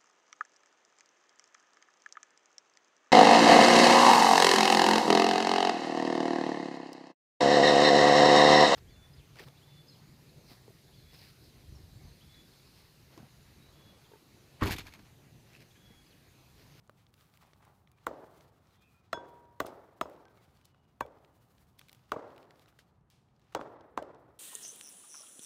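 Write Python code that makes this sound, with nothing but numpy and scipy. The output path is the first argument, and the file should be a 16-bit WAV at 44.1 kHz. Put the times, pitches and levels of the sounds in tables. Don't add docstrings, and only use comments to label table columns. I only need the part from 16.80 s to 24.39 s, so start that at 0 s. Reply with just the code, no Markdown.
import sys
import numpy as np
from scipy import signal
from scipy.fft import rfft, irfft
from scipy.io import wavfile
from scipy.ndimage import uniform_filter1d, minimum_filter1d

SR = 44100
rng = np.random.default_rng(int(sys.argv[2]) if len(sys.argv) > 2 else 0)


def persist_wave(psi):
    counts = np.round(np.clip(psi, -1, 1) * 32767).astype(np.int16)
    wavfile.write(sys.argv[1], SR, np.atleast_2d(counts).T)


N = 334719

# frequency in Hz, spectral level in dB per Hz.
AIR_SPECTRUM = [(15, -24.5), (25, -9), (60, 3.5), (138, 6), (238, -4.5), (584, -13), (669, -12),
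                (746, -9.5), (1090, -14), (1930, -26.5), (4860, -45.5), (9330, -42.5), (16500, -60)]
AIR_DB = -68

# start in seconds, end in seconds, first and last frequency in Hz, level in dB.
WHISTLE_GLIDES = [(1.12, 1.19, 2440, 2360, -79), (1.884, 2.026, 4180, 3900, -84),
                  (1.922, 1.97, 3900, 3300, -79), (1.95, 2.1, 3320, 3250, -79),
                  (1.964, 2.084, 3650, 3500, -78), (1.946, 1.982, 1830, 2080, -78),
                  (1.97, 2.282, 2445, 2450, -73.5), (2.03, 2.134, 2640, 2530, -71),
                  (2.107, 2.315, 1394, 1260, -78), (3.57, 3.65, 2300, 1870, -73),
                  (3.798, 4.165, 3000, 2870, -82), (4.466, 4.85, 2950, 2930, -87),
                  (4.898, 5.31, 2950, 2930, -84)]

# time in seconds, level in dB, level of its treble in dB.
HAND_LEVELS = [(0.0, -83.5, -86.5), (0.51, -75.5, -78.5), (0.99, -81.5, -82.5), (1.31, -75, -87),
               (1.41, -77, -79), (1.79, -75.5, -81.5), (1.96, -76.5, -84.5), (2.13, -77, -80),
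               (2.37, -80.5, -100), (2.49, -75.5, -79), (2.64, -80, -84), (3.15, -79.5, -83.5),
               (3.55, -78, -83.5), (3.76, -74, -80), (3.93, -83, -94), (4.16, -85.5, -92),
               (4.63, -76.5, -78), (4.84, -81.5, -83), (5.33, -77, -85), (5.56, -78.5, -84),
               (5.84, -75, -82), (6.02, -84, -90), (6.36, -94, -111), (6.79, -75, -85.5), (6.96, -105, -95),
               (7.59, -84.5, -88.5)]
# frequency in Hz, spectral level in dB per Hz.
RUSTLE_SPECTRUM = [(710, -22.5), (1200, 0.5), (1560, -6), (2890, -8.5), (4050, -8.5), (5220, -12),
                   (8730, -16.5), (10600, -16), (15100, -15), (16500, -23)]
RUSTLE_SWELL_DB = 2.0

# start in seconds, hold in seconds, release in seconds, level in dB.
DRAG_STROKES = [(0.488, 0.018, 0.036, -72), (0.605, 0.1, .05, -69.5), (0.798, 0.082, 0.092, -67.5),
                (1.165, 0.12, .03, -80.5)]
DRAG_ATTACK_S = 0.013

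# start in seconds, level in dB, decay in ms, nominal pitch in Hz.
SLIDE_AND_TICK_EVENTS = [(0.171, -70, 57, 3560), (0.61, -68.5, 85, 2960), (0.819, -66, 58, 2000),
                         (1.169, -75, 38, 2500), (2.857, -50.5, 18, 4970), (3.845, -64.5, 17, 5960),
                         (4.976, -70.5, 140, 4900), (5.087, -71, 18, 6000), (5.294, -47, 1.7, 1120),
                         (5.987, -57, 16, 3970), (6.301, -68.5, 73, 4550), (6.638, -72.5, 15, 3470),
                         (6.722, -52, 6.4, 1790), (6.737, -55, 2.5, 4500), (6.801, -62.5, 22, 3970),
                         (7.225, -36.5, 1.55, 2780)]

# time in seconds, peak in dB, nominal pitch in Hz, bright snap in dB re the peak, knock on the
# block in dB re the peak.
CLICK_EVENTS = [(0.0766, -59, 6540, -15, -10), (0.0961, -54.5, 2900, 2, 15), (0.267, -56, 3200, -24, -17),
                (0.3407, -54.5, 3600, 0, -5), (0.379, -59, 2390, -14, -10), (0.41, -54, 4010, -22, -4),
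                (0.5392, -57.5, 3390, -6, -16), (0.5738, -52, 2980, 5, -25), (0.633, -54, 2200, -16, -8),
                (0.7338, -52, 2660, -29, 0), (0.8513, -58, 2100, 5, -13), (1.0744, -55, 2380, -22, -18),
                (1.1167, -61.5, 2780, 5, -14), (1.1854, -59, 2000, -16, -10),
                (1.6087, -52.5, 4160, -19, -11), (2.8663, -45, 2090, 6, 4), (3.298, -58, 2020, 6.5, -3),
                (3.364, -57, 2580, -22, -10), (3.454, -52.5, 3480, -22, -10),
                (3.4832, -57.5, 2550, -25, -12), (3.574, -59.5, 3380, -20, -14),
                (3.652, -63, 2900, -20, -9), (3.8137, -57.5, 2580, -13, -16), (3.8542, -53, 3880, 6.5, -6),
                (3.9465, -59.5, 2200, -19, 2), (4.2634, -55.5, 2070, 0, -6), (4.3869, -64, 3460, -22, -13),
                (4.4479, -51.5, 2780, -21, -8), (4.7824, -56.5, 2890, -5, -29), (4.9891, -53, 4570, 2, -25),
                (4.9933, -41.5, 2970, -1, -21), (5.014, -47.5, 2320, -6, -12), (5.0848, -50, 3240, -3, -16),
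                (5.0947, -47, 3200, 0, -15), (5.117, -60, 4160, 8, 2), (5.1294, -47.5, 2480, 4, -7),
                (5.1487, -53, 3900, 1, -7), (5.193, -63, 2920, -18, -16), (5.5048, -55, 3920, -19, -6),
                (5.5628, -56, 3230, -7, 2), (5.5796, -49.5, 2800, -5, -17), (5.6293, -53, 3140, -23, -13),
                (5.6434, -64, 2440, -19, 0), (5.708, -48, 2420, -15, -19), (5.758, -58, 3000, -13, 1),
                (5.7954, -54.5, 2720, 0, -15), (5.8596, -57, 3040, -22, -4), (5.882, -56, 2900, -21, -10),
                (5.9034, -64, 2000, -12, -8), (5.9266, -62, 2060, -16, -1), (5.9905, -46, 2730, -9, -7),
                (6.3016, -56.5, 4840, 3.5, -23), (6.4872, -68, 2160, -25, -7), (6.564, -66, 3610, -28, -12),
                (6.5963, -64, 2790, -2, -15), (6.6174, -65, 3250, -22, -5), (6.8132, -49, 3350, -23, 21),
                (7.0095, -54, 3670, -30, 0), (7.3472, -57, 4790, -32, -11)]
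CLICK_MS = 1.55
TICK_COUNT, TICK_DB, TICK_SPREAD_DB = 90, 11, 2.0
TICK_LOW_HZ, TICK_HIGH_HZ = 2200, 5000
TICK_SNAP_DB, TICK_KNOCK_DB = -15.5, -12
BLADE_TOUCH_S, BLADE_TOUCH_DB = 3.455, -62

# frequency in Hz, level in dB, 60 dB decay time in seconds.
BLOCK_MODES = [(351.5, -39, 0.04), (490, -10, 0.13), (598.7, 8.5, 0.023), (868, -16.5, 0.049),
               (1028, -1, 0.011), (1193, 11.5, 0.012), (1418, 4, 0.015), (1846, -17.5, 0.03)]
THUD_MODES = 3
# frequency in Hz, level in dB re the knock, 60 dB decay in seconds.
GROUND_MODES = [(71.3, -39.5, 0.23), (126, -33.5, 0.096), (193, -28, 0.049)]
LOW_CUT_HZ = 270

# frequency in Hz, level in dB, 60 dB decay time in seconds.
BLADE_MODES = [(949, -3, .45), (953, -7, 1.6), (1555, -3, .3), (1558, -27, 1.2), (2304, 0, .3),
               (3388, 0, .25), (3393, -17, .6), (5211, 0, .13), (5206, -30, .8), (6563, -3, .12),
               (6560, -30, .6), (8208, -12, .07)]
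HIGH_MODES_LAST = 1.7

# frequency in Hz, spectral level in dB per Hz.
CRACK_SPECTRUM = [(1060, -27), (1800, -14.5), (1990, 15.5), (2230, -10.5), (2540, 7), (3960, 3), (4990, -7),
                  (6710, -3.5), (10700, -17), (15000, -10), (16500, -18)]
LEAD_S = .008

# delay in seconds, level in dB re the yard.
WALL_ECHOES = [(.040, 14.5), (.062, -13), (.081, -11), (.097, 1), (.121, -1.5), (0.147, -12)]
ECHO_CUT_HZ = 750
# frequency in Hz, spectral level in dB per Hz.
YARD_SPECTRUM = [(59, -44), (100, -11.5), (146, -9), (271, -39), (304, -2), (645, 0.5), (994, -8),
                 (1500, -17), (2320, -35.5), (9000, -37), (11700, -77), (19800, -120)]
# frequency in Hz, 60 dB decay time in seconds.
YARD_DECAY = [(100, 1.2), (300, 1.23), (700, 1.004), (1500, 1.43), (3000, 1.42), (9000, 0.104)]

# time in seconds, knock in dB, thud in dB re the knock, crack in dB re the knock,
# delay of the second contact in ms, its share of the force (0-1.5), pitch factor of the spot struck,
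# yard in dB, treble in dB re the crack, hiss of the entering edge in dB re the crack,
# splintering tail in dB re the crack, blade ring in dB under 1.2 kHz, at 1.2-2 kHz, 2-3 kHz, 3-4.5 kHz,
# 4.5-6 kHz and higher, free ringing time in seconds.
CLEAVER_BLOWS = [(1.2684, -17, -10, -13.5, 0.8, 0.41, 0.97, -46.5, 10.5, -20, -40, -70, -75, -80, -76, -85, -85, .02),
                 (2.3306, -18, -7, -2.5, 1.59, 0.7, 1.15, -49, -6, -40.5, -40, -42, -41, -72, -46, -52, -51, 1),
                 (2.8033, -13.5, -3, -6.5, 2.67, 0.3, 0.99, -45.5, 7, -26, -37, -62, -62, -68, -68, -64, -68, .035),
                 (3.2130, -12.5, 4.5, -10, 0.97, 0.78, 1.07, -50.5, 4.5, -32, -37, -52, -62, -70, -66, -56, -55, .03),
                 (4.2090, -13, -5.5, -14.5, 1.13, 0.41, 0.93, -54.5, 5.5, -21, -40, -43, -43, -56, -63, -73, -64, .024),
                 (5.3197, -14, -11, -9, 0.8, 0.41, 1.01, -44, 2.5, -35, -40, -70, -70, -59, -72, -80, -80, .022),
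                 (6.7498, -21.5, -3.5, 1, 1.45, 1.5, 0.76, -43.5, -4, -43, -44, -48, -49, -68, -58, -80, -80, .03),
                 (7.1765, -18, -0.5, -12, 0.97, 0.45, 0.9, -47, 0, -23, -40, -55, -46, -72, -72, -80, -72, .028)]

MIC_LOW_CUT_HZ, CUTOFF_HZ = 50, 16750
CEILING = .118


def from_db(db):
    return 10 ** (np.asarray(db) / 20)


def rms_one(x):
    return x / np.sqrt(np.mean(x ** 2) + 1e-20)


def at_hz(points, hz):
    table = np.array(points)
    return np.interp(np.log(hz), np.log(table[:, 0]), table[:, 1])


def coloured(x, spectrum):
    hz = np.maximum(np.arange(len(x) // 2 + 1) * SR / len(x), 1)
    return irfft(rfft(x) * from_db(at_hz(spectrum, hz)), len(x))


def bandpass(x, order, low_hz, high_hz):
    sos = signal.butter(order, [low_hz, high_hz], "band", fs=SR, output="sos")
    return signal.sosfilt(sos, x)


def drift(rate):
    knots = rng.standard_normal(int(N / SR * rate) + 2)
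    return np.interp(np.arange(N) * rate / SR, np.arange(len(knots)), knots)


def add(out, s, sound):
    at = round(s * SR)
    out[at:at + len(sound)] += sound[:N - at]


def ringing(modes, size, extra_db=0, damping=1):
    t = np.arange(size) / SR
    hz, db, t60 = np.transpose(modes)[:, :, None]
    level_db = db + extra_db - 60 * t / (t60 * damping)
    return np.sum(from_db(level_db) * np.sin(2 * np.pi * hz * t), axis=0)


def air():
    noise = rms_one(coloured(rng.standard_normal(N), AIR_SPECTRUM))
    return from_db(AIR_DB + .8 * drift(3)) * noise


def whistles():
    out, waver = np.zeros(N), 1 + .012 * drift(120)
    for start, end, hz_from, hz_to, db in WHISTLE_GLIDES:
        size = int((end - start) * SR)
        hz = np.linspace(hz_from, hz_to, size) * waver[int(start * SR):][:size]
        tone = np.sin(2 * np.pi * np.cumsum(hz) / SR)
        envelope = signal.windows.tukey(size, .4) * np.linspace(1, .4, size)
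        add(out, start, from_db(db) * tone * envelope)
    return out * (1 + .45 * drift(150))


def hands_levels():
    s, rustle_db, treble_db = np.transpose(HAND_LEVELS)
    t = np.arange(N) / SR
    return np.interp(t, s, rustle_db), np.interp(t, s, treble_db)


def hands():
    rustle_db, treble_db = hands_levels()
    born = rng.random(N) < 500 * from_db(6.0 * drift(25)) / SR
    size_db = 11.0 * np.minimum(rng.exponential(1, N), 4)
    sizes = from_db(size_db) * rng.choice([-1, 1], N)
    grains = 0.23 * rms_one(born * sizes)
    soft = rng.standard_normal(N) * from_db(3.5 * drift(45))
    rustle = coloured(grains + soft, RUSTLE_SPECTRUM) * from_db(RUSTLE_SWELL_DB * drift(9))
    low = rms_one(signal.sosfilt(signal.butter(3, 7000, "low", fs=SR, output="sos"), rustle))
    high = rms_one(signal.sosfilt(signal.butter(3, 7000, "high", fs=SR, output="sos"), rustle))
    return from_db(rustle_db) * low + from_db(treble_db) * high


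def drags():
    t = np.arange(N) / SR
    slipping = rng.random(N) < 400 * from_db(5.0 * drift(30)) / SR
    slips = slipping * rng.standard_normal(N)
    wood = ringing(BLOCK_MODES[3:5], 2048, 0, 0.65)
    rub = rms_one(signal.fftconvolve(slips, wood)[:N])
    stroke = np.zeros(N)
    for s, hold_s, release_s, db in DRAG_STROKES:
        attack = np.clip((t - s) / DRAG_ATTACK_S, 0, 1)
        fade = np.exp(-np.maximum(t - s - hold_s, 0) / release_s)
        stroke += from_db(db) * attack * fade
    return stroke * rub


def slides_and_ticks():
    out, t = np.zeros(N), np.arange(SR // 3) / SR
    for s, db, decay_ms, hz in SLIDE_AND_TICK_EVENTS:
        hiss = rms_one(bandpass(rng.standard_normal(len(t)), 1, hz / 2.2, hz * 1.07))
        envelope = t / (t + 0.0023) * np.exp(-t * 1000 / decay_ms)
        add(out, s, from_db(db) * hiss * envelope)
    return out


def faint_ticks():
    place, size, pitch = rng.random((TICK_COUNT, 3)).T
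    s = .01 + place * (N / SR - .05)
    rustle_db = hands_levels()[0][(s * SR).astype(int)]
    db = rustle_db + TICK_DB - TICK_SPREAD_DB * np.log(size + 0.06)
    hz = TICK_LOW_HZ * (TICK_HIGH_HZ / TICK_LOW_HZ) ** pitch
    return [(*row, TICK_SNAP_DB, TICK_KNOCK_DB) for row in zip(s, db, hz)]


def clicks():
    out, t = np.zeros(N), np.arange(1024) / SR
    knock = ringing(BLOCK_MODES[2:], len(t))
    bright = signal.butter(3, 7500, "high", fs=SR, output="sos")
    for s, db, hz, snap_db, knock_db in faint_ticks() + list(CLICK_EVENTS):
        burst = rng.standard_normal(len(t)) * np.exp(-t * 1000 / CLICK_MS)
        grain = bandpass(burst, 2, hz / 1.92, hz * 1.42)
        snap = signal.sosfilt(bright, burst)
        parts = np.array([grain, snap, knock])
        gains = from_db([db, db + snap_db, db + knock_db]) / np.abs(parts).max(axis=1)
        add(out, s - .0005, gains @ parts)
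    add(out, BLADE_TOUCH_S, ringing(BLADE_MODES[2:4], SR // 5, BLADE_TOUCH_DB))
    return out


def yard_response():
    t = np.arange(SR) / SR
    near = 3.78 * t / (t + 0.0024) * np.exp(-(t / 0.022) ** 2)
    rise = near + 1 - .85 * np.exp(-(t / .05) ** 4)
    lumps = from_db(2.2 * drift(120)[:SR])
    edges, out = 90 * 2 ** np.arange(0, 7, .5), np.zeros(SR)
    for low, high in zip(edges, edges[1:]):
        band = bandpass(rng.standard_normal(SR), 2, low, high)
        hz = np.sqrt(low * high)
        decay_db = at_hz(YARD_SPECTRUM, hz) - 60 * t / at_hz(YARD_DECAY, hz)
        out += band * from_db(decay_db)
    out = out * rise * lumps
    return out / np.sqrt(np.mean(out[:SR // 5] ** 2))


def wall_echo(radiates):
    smear = rng.standard_normal(420) * np.hanning(420)
    echo = np.convolve(ringing(BLOCK_MODES, 1500, 0, .7), smear)
    dulls = signal.butter(3, ECHO_CUT_HZ, fs=SR, output="sos")
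    echo = signal.sosfilt(np.vstack([radiates, dulls]), echo)
    return echo / np.abs(echo).max()


def contact(t, s, width_s=0.0001):
    return np.exp(-((t - s) / width_s) ** 2)


def crack(treble_db, entry_db, tail_db):
    t = np.arange(6000) / SR - LEAD_S
    noise = rms_one(coloured(rng.standard_normal(len(t)), CRACK_SPECTRUM))
    treble = signal.sosfilt(signal.butter(2, 7000, "high", fs=SR, output="sos"), noise)
    noise = noise + (from_db(treble_db) - 1) * treble
    after = np.maximum(t, 0)
    decay = np.exp(-after / 0.0014) + from_db(tail_db) * np.exp(-after / 0.035)
    burst = after / (after + 0.00063) * decay
    entry = from_db(entry_db) * np.exp(-np.abs(t) / 0.0014)
    return noise * (burst + entry)


def blade(levels_db, free_s, size):
    hz = np.array(BLADE_MODES)[:, 0]
    group = np.searchsorted([1200, 2000, 3000, 4500, 6000], hz)
    free = free_s * np.where(hz > 2000, HIGH_MODES_LAST, 1)[:, None]
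    stop_db = -9 * np.minimum(np.arange(size) / SR / free, 3) ** 4
    return ringing(BLADE_MODES, size, np.array(levels_db)[group, None] + stop_db)


def block_knock(force, pitch, thud_db, radiates):
    is_thud = (np.arange(len(BLOCK_MODES)) < THUD_MODES)[:, None]
    spot_db = is_thud * thud_db + rng.normal(0, 1.2, (len(BLOCK_MODES), 1))
    modes = np.array(BLOCK_MODES) * [pitch, 1, 1]
    knock = np.convolve(force, ringing(modes, len(force), spot_db))[:len(force)]
    knock = signal.sosfilt(radiates, knock)
    return knock / np.abs(knock).max()


def blows():
    out, yard = np.zeros(N), yard_response()
    t, bite_s = np.arange(2048) / SR, .0012
    ends = [row[0] for row in CLEAVER_BLOWS[1:]] + [N / SR]
    radiates = signal.butter(2, LOW_CUT_HZ, "high", fs=SR, output="sos")
    for row, end in zip(CLEAVER_BLOWS, ends):
        s, knock_db, thud_db, crack_db, again_ms, share, pitch, yard_db = row[:8]
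        treble_db, entry_db, tail_db, *ring_db, free_s = row[8:]
        first = 0.13 * contact(t, 0) + contact(t, bite_s)
        force = first + share * contact(t, bite_s + again_ms / 1000)
        add(out, s - bite_s, from_db(knock_db) * block_knock(force, pitch, thud_db, radiates))
        ground_db = rng.normal(0, 2, (len(GROUND_MODES), 1))
        add(out, s, from_db(knock_db) * ringing(GROUND_MODES, SR // 5, ground_db))
        for delay_s, db in WALL_ECHOES:
            add(out, s + delay_s, from_db(yard_db + db) * wall_echo(radiates))
        splitting = crack(treble_db, entry_db, tail_db)
        add(out, s - bite_s - LEAD_S, from_db(knock_db + crack_db) * splitting)
        add(out, s, blade(ring_db, free_s, int((end - s) * SR)))
        add(out, s, from_db(yard_db) * (0.33 * yard + 0.79 * yard_response()))
    return out


def scene():
    background = air() + whistles()
    handling = hands() + drags() + slides_and_ticks() + clicks()
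    return (background + handling + blows())[None]


def record(dry):
    heard = signal.sosfilt(signal.butter(3, MIC_LOW_CUT_HZ, "high", fs=SR, output="sos"), dry)
    allowed = minimum_filter1d(np.minimum(1, CEILING / (np.abs(heard) + 1e-9)), size=61)
    limited = heard * uniform_filter1d(allowed, size=31)
    return signal.sosfilt(signal.cheby2(12, 60, CUTOFF_HZ, fs=SR, output="sos"), limited)


dry = scene()
out = record(dry)
persist_wave(out)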